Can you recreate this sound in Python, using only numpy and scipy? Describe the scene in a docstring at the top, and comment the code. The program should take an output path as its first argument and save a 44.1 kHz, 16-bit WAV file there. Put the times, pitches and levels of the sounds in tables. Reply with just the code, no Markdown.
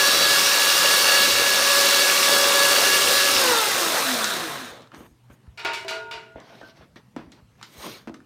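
"""Workshop with a concrete floor, one hand-held microphone near a home-built belt grinder, 8 s.
The grinder runs: rollers whine as families of tones, the belt hisses as shaped noise, the drive wheel ticks.
At 3.4 s the power is cut and it coasts down; from 4.2 s shoes knock and scuff as struck resonances and gritty noise.
At 5.6 s a steel piece falls and bounces, ringing its modes; from 6.4 s it is knocked flat and slides; at 7 s
a small metal part pings. Room hush, hum, low rumble and jolts on the microphone lie under it."""
import sys
import numpy as np
from scipy import signal
from scipy.fft import rfft, irfft, next_fast_len
from scipy.io import wavfile
from scipy.ndimage import uniform_filter1d, map_coordinates

SR = 44100
rng = np.random.default_rng(int(sys.argv[2]) if len(sys.argv) > 2 else 0)


def invert_db(level):
    """Linear amplitude ratio for a level in decibels (20 dB per decade), elementwise."""
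    return 10 ** (np.asarray(level, dtype=float) / 20)


def wav_record(signal):
    """Record a signal, one row per channel, as 16-bit PCM in the file named by sys.argv[1]."""
    frames = np.transpose(np.atleast_2d(signal))
    bounded = np.clip(frames, -1, 1)
    # unit amplitude maps onto the largest positive 16-bit level
    quanta = np.round(bounded * 32767).astype(np.int16)
    wavfile.write(sys.argv[1], SR, quanta)


N = 363825

# The machine's loudness at the microphone. Each row: time in seconds, level in dB re full running.
LOUDNESS = [(0, -0.5), (1.22, 0), (1.33, -1.5), (1.7, -0.45), (1.8, 0), (2.2, -0.5), (2.6, 0.16),
            (3.4, -0.5), (3.65, -2.5), (4.1, -4), (4.27, -6), (4.46, -11), (4.69, -19.5), (4.86, -38),
            (4.91, -55)]
# The whine at the moving microphone. Each row: time in seconds, level in dB, tilt in dB per octave about 1.2 kHz.
WHINE = [(0, 1.3, 1.5), (.5, -2.5, 3.5), (.9, 0, 2), (1.25, -0.6, 2), (1.4, -3, 1.5), (1.65, -1, 0),
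         (1.8, 1.5, 0), (2.1, -0.5, 0.5), (2.3, 0.5, 0.5), (2.7, 1.5, 0), (3.1, -1.5, 0.5), (3.35, 1, -1.5),
         (3.5, 1, -0.5), (3.7, -3, 4.5), (4.05, -10, -5), (4.28, -10, -4.5), (4.4, -6.5, -11),
         (4.6, -8, -6), (4.9, -50, -4)]
# Families of tones at full speed: a base in Hz, then rows. Each row: multiple of the base, level in dB
# before the swells and the frame. In turn: roller flats, whole roller, bearing, drive wheel.
FLATS = 561.05, [(1, -34.5), (2, -41), (3, -34.5), (4, -36.5), (5, -35.5), (6, -37.5), (7, -35), (8, -33.5),
         (9, -39.5), (10, -40)]
ROLLER = 93.7, [(2, -57), (3, -51), (4, -53), (10, -47), (11, -42), (12, -43), (13, -42), (14, -47),
          (15, -46), (18, -31.5), (33, -44)]
BEARING = 383.6, [(1, -44), (2, -47), (3, -34.5)]
WHEEL = 37.9, [(6, -56), (7, -53), (8, -57), (11, -52), (13, -55), (14, -50), (17, -49), (24, -49)]
# Swell of each family once a belt lap, in dB: flats, roller, bearing, wheel; plus = loudest when running fast.
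LAP_SWELL_DB = 1.9, -1.9, -0.7, 0.79
# The frame that the whine passes through. Each row: frequency in Hz, width in Hz, level in dB.
FRAME = [(215, 12, 3.7), (257, 19, 9.7), (333, 23, 6), (483, 42, 11.9), (857, 70, 4.2), (1129, 110, 6),
         (1305, 63, 3.7), (1583, 110, 4.3), (1950, 64, 3)]
# The belt's low rumble, its rush at full speed, its rush when coasting and its treble fizz.
# Each row: frequency in Hz, relative level in dB per Hz.
RUMBLE = [(35, -60.5), (60, -38), (102, -21), (155, -15.5), (268, -10.5), (426, -6), (553, 0), (619, -6),
          (718, -8.5), (900, -10), (1170, -42.5), (1980, -120)]
RUSH = [(410, -45.5), (700, -13), (1000, -5.5), (1300, -1.5), (1800, -1.5), (2050, -4.5), (2500, -4.5),
        (3000, -5.5), (3700, 0), (4300, -1.5), (4800, -2.5), (5400, -1.5), (6800, -8), (8800, -42),
        (15000, -120)]
COAST_RUSH = [(410, -34), (700, -3), (823, -13.5), (977, -4.5), (1250, -2.5), (3030, -13.5), (3880, -7),
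              (4870, -20), (6800, -20.5), (8840, -44.5), (15000, -120)]
FIZZ = [(3650, -34.5), (6200, -2.5), (7340, -0.5), (9310, 0.5), (10500, -5), (13600, -4), (15100, -5.5),
        (15800, -22.5)]
# The plate struck by the tick. Each row: frequency in Hz, width in Hz, level in dB.
PLATE = [(2730, 330, 0)]
# Modes of the steel piece. Each row: frequency in Hz, relative level in dB, t60 in seconds before contacts damp it.
STEEL_MODES = [(390, -0.5, 1.5), (437, 1.5, 1.1), (655, 7, 0.57), (707, -1, 0.33), (926, 3.5, 1.1),
               (986, -6, 0.25), (1194, -3, 0.17), (1448, -5.5, 0.7), (1430, -5.5, 1.7), (1502, -10, .25),
               (1590, -6.5, 0.53), (1850, -15, 0.5), (1910, -16.5, 0.38), (2077, -26, 0.21),
               (2264, 2, 0.19), (2340, -6, 0.26), (2686, -23.5, 0.24), (3060, -8, 0.27), (3250, -20, 0.12),
               (3550, -1, 0.098), (3890, -12.5, 0.18), (4170, -22, 0.13), (4500, -21, .3), (4530, -28, 0.2)]
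# Bounces of the steel. Each row: time in seconds, relative blow in dB, ring over the blow in dB,
# tilt in dB per octave.
BOUNCES = [(5.575, -27, -6, 4), (5.595, -27, -2, 3.5), (5.649, -11.5, -2.5, 2), (5.734, -25.5, 2.5, 9),
           (5.849, -41, 6.5, -8.5), (5.881, -20.5, -1.5, 7.5), (5.909, -23, 2.5, -1.5),
           (6.112, -23.5, -3.5, 4.5), (6.139, -37, 6.5, -2)]
# Colour of the rattle in each bounce. Each row: frequency in Hz, relative level in dB per Hz.
CLATTER = [(180, -38), (300, -7), (958, -5), (1130, -15), (1430, -8.5), (4710, -21), (15800, -51.5)]
# How the rattle dies. Each row: frequency in Hz, t60 in seconds.
CLATTER_T60 = [(500, 0.47), (2000, 0.49), (5000, 0.33), (12000, 0.32)]
# The piece knocked flat on the floor. Each row: time in seconds, relative blow in dB.
FLAT_BLOWS = [(6.358, -36), (6.525, -49), (6.613, -42), (6.81, -49)]
# The piece's damped answer. Each row: frequency in Hz, width in Hz, level in dB.
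FLAT_STEEL = [(430, 130, 5), (646, 220, 9), (950, 230, -5)]
# Slides of the piece. Each row: peak in seconds, rise in seconds, fall in seconds, peak level in dB.
SLIDES = [(6.42, .04, .06, -52), (6.51, .04, .09, -48.5), (6.64, .03, .05, -50), (6.675, .03, .04, -55)]
# Where the sliding piece sings. Each row: frequency in Hz, width in Hz, level in dB.
SINGS = [(655, 27, 1), (940, 30, -10), (1435, 30, -3), (1550, 35, -3)]
# The small metal part. Each row: frequency in Hz, relative level in dB, t60 in seconds.
PING_MODES = [(953, -6, .08), (1880, 0, .16), (1915, -3, .1), (2640, -7, .08), (3990, -6, .05)]
# Soles and small things touching down. Each row: time in seconds, relative knock in dB,
# thud over the knock in dB, click over the knock in dB.
KNOCKS = [(4.243, -29.5, -6, 14), (4.618, -30, -6, -9.5), (4.806, -49.5, 3, -2), (4.82, -52, -7, 1.5),
          (4.873, -46, -12.5, -9), (4.918, -39, -15, -22), (4.94, -41, 2.5, -19.5),
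          (4.946, -32, -14.5, -17.5), (4.964, -45, 0, -12), (5.006, -42.5, 6.5, -23), (5.21, -70, -6.5, -9),
          (5.3, -53.5, 9, -14), (5.468, -54, -14.5, -15.5), (6.358, -44.5, 7, -25), (6.401, -54, -6, 5.5),
          (6.613, -37, -14, -20), (6.63, -47, 4, -20), (6.683, -60, -6, 2), (6.959, -41.5, -8.5, -12.5),
          (7.164, -31, 7, -16.5), (7.319, -57.5, 5.5, 12), (7.554, -58, -13, -15.5), (7.613, -38, -22, -14),
          (7.628, -32.5, -25, -3.5), (8.074, -39.5, 12.5, -12), (8.096, -50, 20, -15),
          (8.142, -37.5, -12, -8), (8.203, -49, -14, -13)]
# The floor under a sole, the shoe itself and small hard parts.
# Each row: frequency in Hz, width in Hz, level in dB.
SLAB = [(243, 59, 4.5), (332, 55, 4), (535, 310, -8)]
SHOE = [(816, 280, -7), (1340, 630, 0), (1850, 120, -3)]
HARD = [(3850, 1600, -0.5), (8180, 3100, -10)]
# Soles dragging. Each row: peak in seconds, rise in seconds, fall in seconds, peak level in dB,
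# bright over dull in dB.
SCUFFS = [(4.955, 0.065, 0.081, -46, -12), (5.02, 0.075, 0.084, -49, -20), (5.065, 0.024, .015, -50, -18.5),
          (5.303, 0.0053, 0.11, -52, -21.5), (5.52, .08, 0.051, -66, -20), (6.361, .005, 0.16, -48, -32),
          (6.52, 0.26, 0.37, -50, -7.5), (6.7, 0.19, 0.038, -57, -2.5), (6.775, .03, 0.043, -54.5, -6.5),
          (6.82, 0.05, 0.093, -52, -14), (6.963, 0.004, 0.062, -48, -8.5),
          (7.168, 0.0047, 0.14, -42.5, -14.5), (7.321, .004, 0.096, -61, 3.5),
          (7.392, 0.2, 0.061, -61, -16), (7.6, .04, .04, -57, -9), (7.636, 0.023, 0.072, -56.5, 8),
          (7.865, 0.23, 0.17, -41, -3.5), (7.93, .15, 0.17, -51, 1), (8.079, 0.0051, 0.033, -39, -16),
          (8.143, .004, 0.055, -51, -6)]
# Cloth brushing. Each row: peak in seconds, rise in seconds, fall in seconds, peak level in dB.
RUSTLES = [(4.99, .06, 0.2, -60), (5.24, .015, .04, -74.5), (5.335, .06, .04, -65), (7.85, 0.2, 0.14, -49),
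           (7.93, .1, 0.11, -59)]
# Dull, bright and airy friction noise. Each row: frequency in Hz, relative level in dB per Hz.
DULL = [(88, -24), (150, -8), (367, -7), (823, -13.5), (897, -12.5), (989, -11.5), (2800, -21),
        (3640, -24.5), (6160, -120)]
BRIGHT = [(1290, -11), (2200, 5), (2450, -0.5), (4110, 3.5), (6230, -3), (7000, -35), (9100, -43.5),
          (15400, -120)]
AIRY = [(4000, -25), (6800, 5), (7140, -9), (8740, 0.5), (10300, -6.5), (13700, -1), (15800, -15)]
# How the workshop's reverberation dies. Each row: frequency in Hz, t60 in seconds.
SHOP = [(200, 0.51), (2000, 0.26), (6000, 0.26), (14000, 0.063)]
# Room hush, hum, low rumble (also the shaken floor) and deep rumble.
# Each row: frequency in Hz, relative level in dB per Hz.
HUSH = [(120, -22.5), (200, -1), (316, -0.5), (472, -0.5), (760, -5.5), (863, -3.5), (1900, -10),
        (2150, -10.5), (13200, -24.5), (15800, -31)]
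HUM = [(90, -120), (108, -11.5), (121, -1), (134, -14), (160, -120)]
LOW = [(53, -47.5), (90, -20.5), (113, -5.5), (145, -3), (230, -6), (300, -21), (510, -120)]
DEEP = [(15, -37.5), (25, -8), (54, -2.5), (70, -0.5), (91, -5.5), (100, 6.5), (130, -29), (220, -120)]
# Jolts of the hand on the microphone. Each row: time in seconds, relative push in dB.
JOLTS = [(4.98, -48), (5.115, -51), (5.303, -48), (5.478, -38.5), (5.67, -52), (6.15, -52), (6.352, -45),
         (6.795, -51), (7.27, -49), (7.425, -48), (7.78, -45), (8.06, -52)]
# The hand and the microphone case. Each row: frequency in Hz, width in Hz, level in dB.
GRIP = [(62, 26, 0)]

LAP_HZ = 12.9  # belt laps a second at full speed


def unit(x):
    """Scaled to rms 1."""
    return x / np.sqrt(np.mean(x ** 2) + 1e-20)


def along(points, hz):
    """Reads (Hz, value) points on a log frequency axis."""
    f, v = np.transpose(points)
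    return np.interp(np.log(hz + 1), np.log(f + 1), v)


def curves(rows, outside=None):
    """One value per sample for each column after the time."""
    s, *columns = np.transpose(rows)
    return [np.interp(np.arange(N) / SR, s, column, outside, outside) for column in columns]


def wobble(rate):
    """A random curve of straight pieces, rate knots a second."""
    knots = rng.standard_normal(int(N * rate / SR) + 4)
    return map_coordinates(knots, [np.arange(N) * rate / SR], order=1)


def filtered(x, response):
    """x times a response given as a function of frequency in Hz."""
    m = next_fast_len(x.shape[-1] + SR // 2)
    return irfft(rfft(x, m) * response(np.fft.rfftfreq(m, 1 / SR)), m)[..., :N]


def resonant(x, peaks):
    """x through parallel causal resonances (Hz, width Hz, dB) of alternating sign."""
    def response(f):
        return sum((-1) ** k * invert_db(db) * 1j * f * width / (centre * centre - f * f + 1j * f * width)
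                   for k, (centre, width, db) in enumerate(peaks))
    return filtered(x, response)


def noise(spectrum, patchy_db, grit_db):
    """Coloured noise of rms 1 with patches of random gain in time and frequency, and spiky grit."""
    gritty = rng.standard_normal(N) * invert_db(grit_db * wobble(1500))
    z = signal.stft(gritty, nperseg=512)[2]
    field = uniform_filter1d(rng.standard_normal(z.shape), 6, axis=0)
    field = uniform_filter1d(field, 10, axis=1)
    x = signal.istft(z * invert_db(patchy_db * unit(field)), nperseg=512)[1][:N]
    return unit(filtered(x, lambda hz: invert_db(along(spectrum, hz))))


def dying(t60s):
    """Half a second of noise, energy 1, each frequency dying at its own speed."""
    hz, t, z = signal.stft(rng.standard_normal(SR // 2), SR, nperseg=256)
    tail = signal.istft(z * invert_db(-60 * t / along(t60s, hz)[:, None]), SR, nperseg=256)[1]
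    return tail / np.linalg.norm(tail)


def swells(rows):
    """Summed gain of (peak s, rise s, fall s, dB) swells."""
    edge_db, roundness = 29, 1.33  # loss at the ends of rise and fall; 1 pointed, 2 round
    out, t = np.zeros(N), np.arange(N) / SR
    for s, rise, fall, db in rows:
        near = slice(max(round((s - 3 * rise) * SR), 0), round((s + 3 * fall) * SR))
        away = np.where(t[near] < s, (s - t[near]) / rise, (t[near] - s) / fall)
        out[near] += invert_db(db - edge_db * away ** roundness)
    return out


def speed():
    """Share of full speed: after the power cut, drag and dry friction slow the belt to a stop."""
    power_off_s, drag_s, friction = 3.365, 1.2, 0.2  # friction as a share of full speed
    off = np.clip(np.arange(N) / SR - power_off_s, 0, None)
    return np.clip((1 + friction) * np.exp(-off / drag_s) - friction, 0, 1)


def turns():
    """Seconds of full-speed running done so far."""
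    return np.cumsum(speed()) / SR


def follows(full_db, slope):
    """Gain of a machine layer: full_db at full running, then slope dB for each dB of loudness."""
    return invert_db(full_db + slope * curves(LOUDNESS, outside=-200)[0])


def whine():
    """Every tone follows the speed, bends and swells once a belt lap, and wavers slowly by itself."""
    in_step_s = 1.76  # the tones drift in and out of step around here
    lap_wow_s, jitter_s = 0.000153, 0.000022  # the belt joint's early-late running; fast random running
    break_up_db, past_frame_db = 4, -8  # at rest: extra waver; level of tones that miss the resonances
    run, share, heard = turns(), speed(), np.zeros(N)
    level_db, tilt_db = curves(WHINE)
    lap = 2 * np.pi * LAP_HZ * run
    bent = run - in_step_s + lap_wow_s * np.sin(lap) + jitter_s * wobble(60)
    phases = rng.uniform(0, 2 * np.pi, 200)  # tones in one 50 Hz step share a phase
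    for (base_hz, multiples), swell_db in zip((FLATS, ROLLER, BEARING, WHEEL), LAP_SWELL_DB):
        drift = 0.049 * wobble(4.6)
        for k, db in multiples:
            hz = k * base_hz
            fade = share ** (hz / 1500)  # higher tones die sooner as the belt slows
            waver_db = 2.3 * wobble(5.094) + 0.62 * hz / 1500 * wobble(13)
            waver_db += break_up_db * np.sqrt(1 - share) * wobble(11)
            gain = fade * invert_db(db + swell_db * np.cos(lap) + tilt_db * np.log2(hz / 1200) + waver_db)
            heard += gain * np.sin(2 * np.pi * hz * bent + phases[round(hz / 50)] + np.sqrt(k) * drift)
    heard = np.sqrt(2) * heard * invert_db(level_db) * (np.arange(N) < WHINE[-1][0] * SR)
    heard = invert_db(past_frame_db * np.sqrt(1 - share)) * heard + resonant(heard, FRAME)
    return filtered(heard, lambda hz: hz ** 3 / (hz ** 3 + 170 ** 3))  # the small frame radiates no bass


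def belt():
    """Noise of the belt, its rush swelling once a roller turn, on each of six flats and once a belt lap."""
    roller, lap = 2 * np.pi * ROLLER[0] * turns(), 2 * np.pi * LAP_HZ * turns()
    beat_db = 1.7 * np.cos(roller) + 1.5 * np.cos(2 * roller) + 1.4 * np.cos(6 * roller) + 0.63 * np.cos(lap)
    rumble = follows(-32.5, 0.62) * invert_db(2.2 * wobble(9)) * noise(RUMBLE, patchy_db=-2.0, grit_db=-3.0)
    slow = np.clip(1.15 * (1 - speed()), 0, 1)  # the rush dulls as the belt slows
    colour = np.sqrt(1 - slow) * noise(RUSH, patchy_db=1.15, grit_db=1.0)
    colour += np.sqrt(slow) * noise(COAST_RUSH, patchy_db=2.0, grit_db=1.0)
    rush = follows(-20.5, 0.97) * invert_db(0.35 * wobble(12)) * unit(invert_db(0.37 * beat_db) * colour)
    treble = unit(invert_db(0.35 * beat_db) * noise(FIZZ, patchy_db=0.5, grit_db=2))
    fizz = follows(-25, 1.37) * invert_db(0.45 * wobble(14)) * treble
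    return rumble + rush + fizz


def ticks():
    """One uneven, slightly early or late tick per turn of the drive wheel, ringing a short plate mode."""
    one_tick_s, scatter_db = 3.365, 2.2
    every_other_db, every_fourth_db = 1.0, 1.5  # the wheel meets the belt at repeating spots
    run = turns()
    laps = np.floor(WHEEL[0] * (run - run[round(one_tick_s * SR)]))
    at = np.flatnonzero(np.diff(laps))
    late = np.round(6 * rng.standard_normal(len(at))).astype(int)  # samples
    at = np.clip(at + late, 0, N - 1)
    uneven_db = every_other_db * np.cos(np.pi * laps[at]) + every_fourth_db * np.cos(np.pi * laps[at] / 2)
    uneven_db += 1.6 * wobble(3.2)[at] + scatter_db * rng.standard_normal(len(at))
    blows = np.zeros(N)
    blows[at] = follows(18, 1.8)[at] * invert_db(uneven_db)
    return resonant(resonant(blows, PLATE), PLATE)


def falling_steel():
    """Each bounce rings the same modes at new strengths over a dense rattle; the contact colours both."""
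    scatter_db, narrow_db = 2.2, 1.5  # narrow_db: loss per squared octave from about 2.2 kHz
    damps_db = 3.5  # ring lost at each later contact
    settles_s, settle_db_per_s = 6.33, 150  # the piece comes to lie flat
    out, t = np.zeros(N + 2 * SR), np.arange(SR) / SR
    top_db = np.max(np.transpose(CLATTER)[1])
    ripple_db = 4.5 * rng.standard_normal(400)  # many close, short modes, one every 60 Hz
    rocking_db = [2.5 * wobble(22) for _ in range(5)]  # it rocks on the floor: modes swell and choke
    for s, db, ring_db, tilt in BOUNCES:
        start = round(s * SR)

        def contact_db(hz):
            return tilt * np.log2(hz / 1500 + 0.054) - narrow_db * np.log2(hz / 2200 + 0.093) ** 2

        def rattle_colour(hz):
            return invert_db(along(CLATTER, hz) - top_db + contact_db(hz) + np.interp(hz / 60, np.arange(400), ripple_db))

        ring = np.zeros(len(t))
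        for k, (hz, level_db, t60) in enumerate(STEEL_MODES):
            mode_db = level_db + contact_db(hz) + rng.normal(0, scatter_db) - 60 * t / t60
            mode_db = mode_db + rocking_db[k % len(rocking_db)][start:][:len(t)]
            ring += invert_db(mode_db) * np.sin(2 * np.pi * hz * t + rng.uniform(0, 2.4))
        later = sum(t > when - s for when, *_ in BOUNCES if when > s)
        damped_db = damps_db * uniform_filter1d(later + 0 * t, size=200)
        ring *= invert_db(-damped_db - settle_db_per_s * np.clip(t + s - settles_s, 0, None))
        rattle = filtered(dying(CLATTER_T60), rattle_colour)[:SR // 2]
        rattle = rattle * (1 - np.exp(-t[:SR // 2] / 0.00092))  # soft onset
        out[start:][:len(t)] += invert_db(db + ring_db - 19.5) * ring
        out[start:][:len(rattle)] += invert_db(db + 30.5) * rattle
    return out[:N]


def flat_steel():
    """Knocked flat on the floor, the piece answers with broad damped modes; sliding, it sings as narrow noise."""
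    blows = np.zeros(N)
    for s, db in FLAT_BLOWS:
        blows[round(s * SR)] = invert_db(db + 35)
    singing = unit(resonant(resonant(rng.standard_normal(N), SINGS), SINGS))
    slide = swells(SLIDES) * invert_db(3.3 * wobble(40)) * singing
    return resonant(resonant(blows, FLAT_STEEL), [(620, 900, 0)]) + slide


def ping():
    """A small metal part is touched: a few dying sines."""
    start_s, level_db = 6.962, -51
    t = np.clip(np.arange(N) / SR - start_s, 0, None)
    return sum(invert_db(level_db + db - 60 * t / t60) * np.sin(2 * np.pi * hz * t) for hz, db, t60 in PING_MODES)


def knocks():
    """A push into the slab, a knock in the shoe and a few milliseconds of hard click."""
    slab_db, shoe_db, hard_db = 39, 14, 10.5  # how strongly each part answers a blow
    thuds, raps, clicks = np.zeros(N), np.zeros(N + SR), np.zeros(N + SR)
    t = np.arange(SR // 20) / SR
    for s, db, thud_db, click_db in KNOCKS:
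        start = round(s * SR)
        thuds[start] = invert_db(db + thud_db + slab_db)
        raps[start:][:len(t)] += invert_db(db + shoe_db - 60 * t / 0.016) * rng.standard_normal(len(t))
        clicks[start:][:len(t)] += invert_db(db + click_db + hard_db - 60 * t / 0.019) * rng.standard_normal(len(t))
    thud = resonant(resonant(thuds, SLAB), [(400, 1600, 0)])
    knock = resonant(resonant(raps[:N], SHOE), [(1310, 2300, 0.0054)])
    click = resonant(resonant(clicks[:N], HARD), [(3970, 14000, 0)])
    return thud + knock + click


def scuffs():
    """Gritty friction noise under each drag and cloth rustle; the drag also shakes the floor."""
    dull = swells([row[:4] for row in SCUFFS])
    bright = swells([(s, rise, fall, db + over_db) for s, rise, fall, db, over_db in SCUFFS])
    airy = invert_db(-14) * bright + swells(RUSTLES)
    out = invert_db(-22) * dull * noise(LOW, patchy_db=0.0, grit_db=-4.0)
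    for gain, colour in ((dull, DULL), (bright, BRIGHT), (airy, AIRY)):
        out += gain * invert_db(1.6 * wobble(70)) * noise(colour, patchy_db=2.1, grit_db=0.0)
    return out


def shop(x):
    """The workshop's reverberation; its tail changes every eighth of a second as the microphone moves."""
    out, step = np.zeros(N + 2 * SR), SR // 8
    for start in range(0, N, step):
        wet = signal.fftconvolve(x[start:start + step], dying(SHOP))
        out[start + 200:][:len(wet)] += wet  # arrives 200 samples after the direct sound
    return out[:N]


def jolts():
    """Pushes of the hand set the grip and the microphone case thumping."""
    pushes = np.zeros(N)
    for s, db in JOLTS:
        pushes[round(s * SR)] = invert_db(db + 58.5)
    return resonant(resonant(pushes, GRIP), [(70, 68, 0)])


def low_rumble():
    """Deep and low noise that wavers, stronger while the machine shakes the place."""
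    shake = follows(-62, 0.082)
    deep = invert_db(-64 + 1.8 * wobble(9.1)) + shake
    low = invert_db(-66 + 4 * wobble(2.2)) + shake
    return deep * noise(DEEP, patchy_db=4.5, grit_db=3.5) + low * noise(LOW, patchy_db=-0.5, grit_db=4.0)


def hum():
    """A faint fuzzy hum: a narrow band of noise near 120 Hz."""
    return invert_db(-59.5 + 1.5 * wobble(7.8)) * noise(HUM, patchy_db=0.2, grit_db=3.5)


def hush():
    """Steady room hush as coloured noise."""
    return invert_db(-65) * noise(HUSH, patchy_db=2.5, grit_db=0.5)


def scene():
    """All sources at one microphone, the same in both channels."""
    metal, feet, tick = falling_steel() + flat_steel() + ping(), knocks(), ticks()
    reverberation = shop(invert_db(-8.0) * metal + invert_db(-8.5) * feet + invert_db(-13) * tick)
    background = jolts() + low_rumble() + hum() + hush()
    mono = whine() + belt() + tick + metal + feet + scuffs() + reverberation + background
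    return np.array([mono, mono])


def low_pass(x):
    """Removes everything above the highest recorded frequency."""
    return signal.sosfilt(signal.butter(12, 17080, fs=SR, output="sos"), x)


def record(dry):
    """The microphone cuts deep bass and keeps nothing above its band limit."""
    low_cut_hz, top_hz = 45, 15800
    mix = filtered(dry, lambda hz: (hz < top_hz) * hz ** 2 / (hz ** 2 + low_cut_hz ** 2))
    return low_pass(mix)


dry = scene()
out = record(dry)
wav_record(out)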